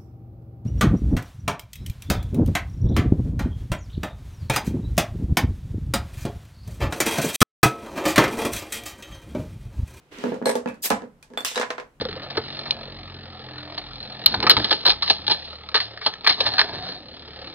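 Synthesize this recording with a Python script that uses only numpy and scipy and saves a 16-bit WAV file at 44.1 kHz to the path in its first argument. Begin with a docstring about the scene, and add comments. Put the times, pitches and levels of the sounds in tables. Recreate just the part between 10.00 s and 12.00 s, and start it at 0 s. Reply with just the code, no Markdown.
"""A glass bottle is opened on a wooden bar counter: it slides and knocks on the wood while a metal
opener hooks under the cap, clinking and grinding. Gas hisses out and the cap pops off, drops on the
counter, pings and rattles; the opener is put down with a clatter. Each blow rings the modes of
glass, wood or metal, and a small, fairly live room answers it over faint air and an appliance hum."""
import sys
import numpy as np
from scipy import signal
from scipy.io import wavfile

SR = 44100
rng = np.random.default_rng(int(sys.argv[2]) if len(sys.argv) > 2 else 0)


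def pcm_store(signal):
    """Save signal as 16-bit PCM."""
    levels = np.round(np.clip(np.atleast_2d(signal), -1, 1) * 32767)
    wavfile.write(sys.argv[1], SR, levels.astype(np.int16).T)


N = 88200
T = np.arange(N) / SR

# modes of the bottle standing on the counter: (frequency [Hz], relative level [dB])
BOTTLE_MODES = [(203, -15), (241, -4), (421, -7), (487, -3), (523, -5), (557, -28), (653, -10), (851, -3.5),
                (888, -4), (965, -4), (1141, -11.5), (1680, 2)]


def bottle():
    """The held bottle scrapes over the counter, judders on its base and knocks on the wood."""
    # swell of the slide: (time [s], level [dB])
    slide_swell = [(.108, -64.5), (.122, -44), (.17, -43.5), (.22, -39.5), (.30, -41.5), (.36, -50),
                   (.43, -61), (.5, -75)]
    # spectrum of glass rubbing on wood: (frequency [Hz], relative level [dB])
    slide_colour = [(88, -20.5), (150, -35), (337, -4.5), (371, -1), (772, -24.5), (936, -14), (1050, -16),
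                    (2550, -14.5), (15000, -44)]
    # the base judders as it is set down: (time [s], level [dB])
    judder_swell = [(.23, -51), (.25, -16.5), (.285, -47), (.31, -40), (.35, -61), (.39, -66)]
    # glass knocks on wood: (time [s], thud [dB], clack [dB], tick [dB])
    knocks = [(.186, -36.5, -72, -46), (.239, -19.5, -34, -43), (.268, -24, -45, -76),
              (.320, -22, -40.5, -63.5), (.343, -27, -47, -47.5), (.416, -27, -45.5, -77.5),
              (.425, -27, -43.5, -57.5), (.659, -21.5, -35.5, -50), (1.020, -30.5, -46, -55),
              (1.302, -40.5, -64, -60.5), (1.336, -42.5, -50.5, -55.5)]
    judder_hz = (235.4, 262.6)
    slide = from_db(np.interp(T, *np.transpose(slide_swell))) * noise(slide_colour)
    rub = rng.standard_normal(N)
    judder = band(rub * envelope(judder_swell), judder_hz) / band(rub, judder_hz).std()
    blows = struck(knocks, thud_hz=(185, 470), top_hz=8000, modes=BOTTLE_MODES,
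                   crack_db=-22, modes_db=-39.5, body_db=-35.5, room_db=-31, pan_db=-2)
    return pan(slide + judder, -2.5) + blows


def metal_taps():
    """The opener catches on cap and neck, jolting the bottle; later the loose cap gives one faint tick."""
    # metal contacts: (time [s], thud [dB], clack [dB], tick [dB])
    taps = [(.4575, -21.5, -36.5, -31.5), (.465, -26.5, -40.5, -45), (.471, -24, -36, -36.5),
            (.493, -23.5, -29, -29.5), (.509, -37, -50, -54), (.554, -23, -36.5, -31.5),
            (.675, -59.5, -37, -54), (.687, -62, -44, -47.5), (.743, -64.5, -51, -57.5),
            (1.227, -88, -56.5, -47.5)]
    return struck(taps, thud_hz=(250, 620), top_hz=11500, modes=BOTTLE_MODES,
                  crack_db=-25.5, modes_db=-34.5, body_db=-30, room_db=-31, pan_db=-2)


def metal_clinks():
    """The opener clinks on the cap, then the loose cap ticks and pings, then the opener lands."""
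    # clinks, pitched by grip and contact: (time [s], frequency [Hz], level [dB], t60 [s])
    clinks = [(.4575, 4200, -17.5, 0.032), (.493, 8350, -41, 0.085), (.675, 2574, -38, 0.18),
              (.687, 2340, -38.5, 0.1), (1.227, 2450, -43.5, 0.057), (1.448, 14800, -35, 0.12),
              (1.558, 3880, -25, 0.1), (1.558, 4310, -26.5, 0.035), (1.613, 1390, -34, 0.12),
              (1.704, 4100, -32.5, 0.036)]
    return pings(clinks)


def grind():
    """Steel grinds over the crimped rim: uneven tiny slips, each ringing the metal differently."""
    # strength of the slips: (time [s], relative level [dB])
    swell = [(.456, -38.5), (.472, -41), (.488, -41), (.498, -36.5), (.52, -47), (.55, -60)]
    # resonances of the metal: (frequency [Hz], relative level [dB])
    modes = [(2100, 1.5), (4100, 0.5), (5560, -4.5), (8350, 3), (9000, -2), (9690, -11.5), (11380, -9)]
    slips_per_s, width_hz = 850, 180
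    slips = (rng.random(N) < slips_per_s / SR) * envelope(swell)
    slips = slips * SR / np.sqrt(2 * slips_per_s * width_hz)
    out = 0
    for hz, db in modes:
        drive = slips * rng.standard_normal((2, N))
        out = out + from_db(db) * band(drive, (hz - width_hz / 2, hz + width_hz / 2), order=1)
    return out


def gas():
    """Gas spurts out thin and bright, fills out downward as the gap widens, whistles and is spent."""
    # spectrum of the hiss: (frequency [Hz], relative level [dB])
    colour = [(120, -45.5), (200, -8), (696, -0.5), (986, -3), (1350, -9.5), (1900, 1.5), (2690, -1.5),
              (3800, -2.5), (5400, -2), (8580, 0), (16000, -3)]
    # lower bands start later: (frequency [Hz], delay [s])
    lags = [(1700, 0.013), (5000, 0.00058)]
    # whistles in the crimps: (frequency [Hz], level against the hiss [dB])
    whistles = [(4940, -16.5), (8350, -11.5), (11590, -17), (12050, -12), (13160, -11)]
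    start_s, rise_s, hold_s = 0.8193, 0.029, 0.014
    hiss_db, fall_db_per_s, half_width_hz = -22.5, 469, 30
    age = T - start_s
    bands = [(at_hz(lags, hz), from_db(at_hz(colour, hz)) * hiss) for hz, hiss in noise_bands()]
    out = sum(np.clip((age - lag) / rise_s, 0, 1) ** 0.97 * hiss for lag, hiss in bands)
    out = out / sum(hiss for _, hiss in bands).std()
    for hz, db in whistles:
        tone = band(rng.standard_normal((2, N)), (hz - half_width_hz, hz + half_width_hz))
        out = out + from_db(db) * np.clip(age / rise_s, 0, 1) * tone / tone.std()
    return out * from_db(hiss_db - fall_db_per_s * np.maximum(age - rise_s - hold_s, 0))


def pop():
    """The cap lets go, the neck rings and the pull shakes the whole counter."""
    # snaps of the release: (time [s], thud [dB], clack [dB], tick [dB])
    snaps = [(.903, -49, -35, -25.5), (.906, -21, -24.5, -45), (.910, -20, -33, -46),
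             (.916, -29.5, -29.5, -41), (.923, -31, -32.5, -48)]
    # modes of the neck: (frequency [Hz], relative level [dB])
    neck_modes = [(203, -9.5), (241, -5), (440, -7), (558, -1), (650, -17), (705, -7.5), (835, 8.5),
                  (955, 4), (1144, 0.5), (1507, 2.5), (1655, 6)]
    shake_hz, shake_t60_s = (44, 129), 0.34
    age = T - snaps[0][0]
    fade = (age > 0) * from_db(-22 - 60 * np.abs(age) / shake_t60_s)
    shake = band(rng.standard_normal(N) * fade, shake_hz)
    return shake + struck(snaps, thud_hz=(180, 580), top_hz=11000, modes=neck_modes,
                          crack_db=-17.5, modes_db=-43, body_db=-29.5, room_db=-29.5, pan_db=-0.9)


def cap_drop(counter_modes):
    """The cap bounces with a ping and shivers in a dying run of tiny touches."""
    # bounces on the counter: (time [s], thud [dB], clack [dB], tick [dB], own ring [dB])
    bounces = [(1.3745, -35, -31, -50, -23), (1.406, -38, -48, -44.5, -41),
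               (1.4480, -43.5, -33.5, -25, -29.5), (1.464, -57, -41.5, -36.5, -47),
               (1.515, -47, -49, -47, -38), (1.547, -68, -43.5, -46, -48)]
    # the cap's own ring: (frequency [Hz], relative level [dB], t60 [s])
    cap_modes = [(3490, 0.5, 0.11), (3560, -9.5, 0.06), (4430, -19, 0.18), (7540, -17, .14),
                 (8800, -23.5, .15), (11400, -33, .2), (11710, -26, .17), (13380, -27, .16),
                 (14950, -29, .17)]
    rattle_start_s, touches_per_s, fall_db_per_s, rattle_hz = 1.451, 760, 142, (1880, 8700)
    age = T - rattle_start_s
    touches = (rng.random(N) < touches_per_s / SR) * rng.standard_normal(N) * (age > 0)
    rattle = band(touches * from_db(-11.5 - fall_db_per_s * np.abs(age)), rattle_hz)
    ring = pings([(s, hz, ring_db + db, t60) for s, *_, ring_db in bounces for hz, db, t60 in cap_modes])
    return ring + struck(bounces, thud_hz=(240, 640), top_hz=10800, modes=counter_modes, crack_db=-21,
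                         modes_db=-43, body_db=-26, room_db=-30.5, pan_db=-1.5, extra_forces=[rattle])


def opener_clatter(counter_modes):
    """The opener lands end by end and rocks to rest."""
    # metal lands on wood: (time [s], thud [dB], clack [dB], tick [dB])
    landings = [(1.558, -39, -31.5, -32.5), (1.568, -28.5, -46, -54), (1.576, -36, -27.5, -33),
                (1.586, -49, -33, -49), (1.598, -29.5, -36, -33), (1.613, -48, -26, -36),
                (1.621, -53, -34, -39), (1.630, -39.5, -28, -70), (1.704, -34.5, -28, -39.5),
                (1.781, -37.5, -34, -52.5), (1.799, -41, -39, -51)]
    return struck(landings, thud_hz=(240, 660), top_hz=8070, modes=counter_modes,
                  crack_db=-24, modes_db=-38, body_db=-26.5, room_db=-32, pan_db=-1.5)


def pings(rows):
    """Thin metal rings as dying sines; reflections make them waver, differently on each side."""
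    depth, wavers_per_s, build_s = 2, 210, 0.019
    out, age = np.zeros((2, N + SR)), T[:SR // 2]
    steady = np.exp(1j * np.array([[0], [np.pi / 3]]))
    for s, hz, db, t60 in rows:
        start = int(s * SR)
        knots = (rng.standard_normal((2, 400)) + 1j * rng.standard_normal((2, 400))) / np.sqrt(2)
        waver = np.array([np.interp(age * wavers_per_s, np.arange(len(side)), side) for side in knots])
        amplitude = steady + depth * waver * (1 - np.exp(-age / build_s))
        tone = np.imag(amplitude * np.exp(2j * np.pi * hz * age))
        out[:, start:start + len(age)] += from_db(db - 60 * age / t60) * tone
    return out[:, :N]


def contact(blow, thud_hz, top_hz):
    """A short push made of a thud, a clack and a tick, each at its own level."""
    s, *levels = blow
    clack_hz, tick_hz, boost_db = (684, 2043), (2780, top_hz), 22.5
    force = 0
    for polarity, db, (low, high) in zip((1, -1, 1), levels, (thud_hz, clack_hz, tick_hz)):
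        click = np.zeros(N)
        click[int(s * SR)] = from_db(db + boost_db)
        force = force + polarity * band(click, (low, high)) * np.sqrt(SR / 2 / (high - low))
    return force


def modal_ring(modes, age):
    """Higher modes die sooner; each blow meets them, and reaches each side, a little differently."""
    strike_spread_db, path_spread_s = 1, 0.00027
    out = 0
    for hz, db in modes:
        t60 = 0.2 * (hz / 500) ** -0.35
        fade = from_db(db + rng.normal(0, strike_spread_db) - 60 * age / t60)
        out = out + fade * np.cos(2 * np.pi * hz * (age + rng.normal(0, path_spread_s, (2, 1))))
    return out


def struck(blows, thud_hz, top_hz, modes, crack_db, modes_db, body_db, room_db, pan_db, extra_forces=()):
    """A blow is heard as its crack, the object's modes, a brief dense ring and the room's tail."""
    # dense ring of wood and room: (frequency [Hz], relative level [dB])
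    ring_colour = [(60, 0.5), (150, -13.5), (235, 0), (330, -20), (470, -2.5), (1000, 0.5), (2000, 1),
                   (4000, 2), (8000, -1.5), (15000, -2)]
    # decay of the room: (frequency [Hz], t60 [s])
    room_t60 = [(100, 0.82), (250, 0.3), (500, 0.28), (1500, 0.26), (4000, 0.19), (8000, 0.21),
                (15000, 0.046)]
    crack_t60_s, body_t60_s, room_build_s, direct_db = 0.0073, 0.089, 0.0097, -15.5
    age, wood, room = T[:SR // 2], 0, 0
    for hz, ring in noise_bands():
        ring = ring * from_db(at_hz(ring_colour, hz))
        wood = wood + ring
        room = room + ring[:, -len(age):] * from_db(-60 * age / at_hz(room_t60, hz))
    room = from_db(room_db) * room * (1 - np.exp(-age / room_build_s))
    fade = from_db(crack_db - 60 * age / crack_t60_s) + from_db(body_db - 60 * age / body_t60_s)
    forces = [contact(blow, thud_hz, top_hz) for blow in blows] + list(extra_forces)
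    out = 0
    for force in forces:
        body = np.roll(wood, rng.integers(N), axis=1)[:, :len(age)] * fade
        response = from_db(modes_db) * modal_ring(modes, age) + body + room
        out = out + from_db(direct_db) * force + signal.fftconvolve(force[None], response, axes=1)[:, :N]
    return pan(out, pan_db)


def room_tone():
    """The quiet air of the bar and the hum of an appliance."""
    # spectrum of the air: (frequency [Hz], relative level [dB])
    air_colour = [(25, -7.5), (70, -13), (130, -15), (400, -17.5), (1600, -28.5), (4000, -41.5),
                  (9000, -41.5), (15000, -49.5)]
    air_db, hum_hz, hum_db = -61, 145.6, -64
    return from_db(air_db) * noise(air_colour) + from_db(hum_db) * np.sin(2 * np.pi * hum_hz * T)


def noise_bands():
    """Yield (centre [Hz], stereo noise) by half octaves, alike in the bass and unrelated in the treble."""
    # likeness of left and right: (frequency [Hz], correlation)
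    likeness = [(60, 0.73), (160, 0.88), (300, 1), (600, 0.8), (1200, -0.035), (4000, 0.13), (14000, 0.018)]
    edges = 25 * 2 ** np.arange(0, 9.6, .5)
    for low, high in zip(edges, edges[1:]):
        hz = np.sqrt(low * high)
        mid, side = band(rng.standard_normal((2, N + SR // 4)), (low, high))[:, -N:]
        alike = np.clip(at_hz(likeness, hz), -1, 1)
        yield hz, np.sqrt(1 + alike) * mid + np.sqrt(1 - alike) * side * [[1], [-1]]


def noise(colour):
    """Stereo noise of a given colour, rms 1."""
    x = sum(from_db(at_hz(colour, hz)) * part for hz, part in noise_bands())
    return x / x.std()


def band(x, edges_hz, order=2):
    """Butterworth band-pass."""
    sos = signal.butter(order, np.clip(edges_hz, 10, .45 * SR), "band", fs=SR, output="sos")
    return signal.sosfilt(sos, x + 1e-18)


def envelope(points):
    """Gain through (time [s], level [dB]) points, silent outside them."""
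    return from_db(np.interp(T, *np.transpose(points), left=-np.inf, right=-np.inf))


def at_hz(points, hz):
    """Read a table on a log-frequency axis."""
    freqs, values = np.transpose(points)
    return np.interp(np.log(hz), np.log(freqs), values)


def pan(x, left_over_right_db):
    """Tilt the level between the sides."""
    return x * from_db(left_over_right_db * np.array([[.5], [-.5]]))


def from_db(db):
    """Decibels to gain."""
    return 10 ** (np.asarray(db) / 20)


def scene():
    """The bottle is opened, then cap and opener land on the same counter, over the room tone."""
    # modes of the wooden counter: (frequency [Hz], relative level [dB])
    counter_modes = [(240, -8), (428, -6), (494, -1.5), (647, -7), (799, -16), (1045, -1.5), (1545, -5),
                     (1687, -1.5), (1840, -1)]
    return (bottle() + metal_clinks() + grind() + metal_taps() + gas() + pop()
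            + cap_drop(counter_modes) + opener_clatter(counter_modes) + room_tone())


def record(dry):
    """Peaks are rounded and the top is cut steeply."""
    ceiling, cutoff_hz = .55, 15800
    rounded = ceiling * np.tanh(dry / ceiling)
    return signal.sosfilt(signal.ellip(10, .2, 80, cutoff_hz, fs=SR, output="sos"), rounded)


dry = scene()
out = record(dry)
pcm_store(out)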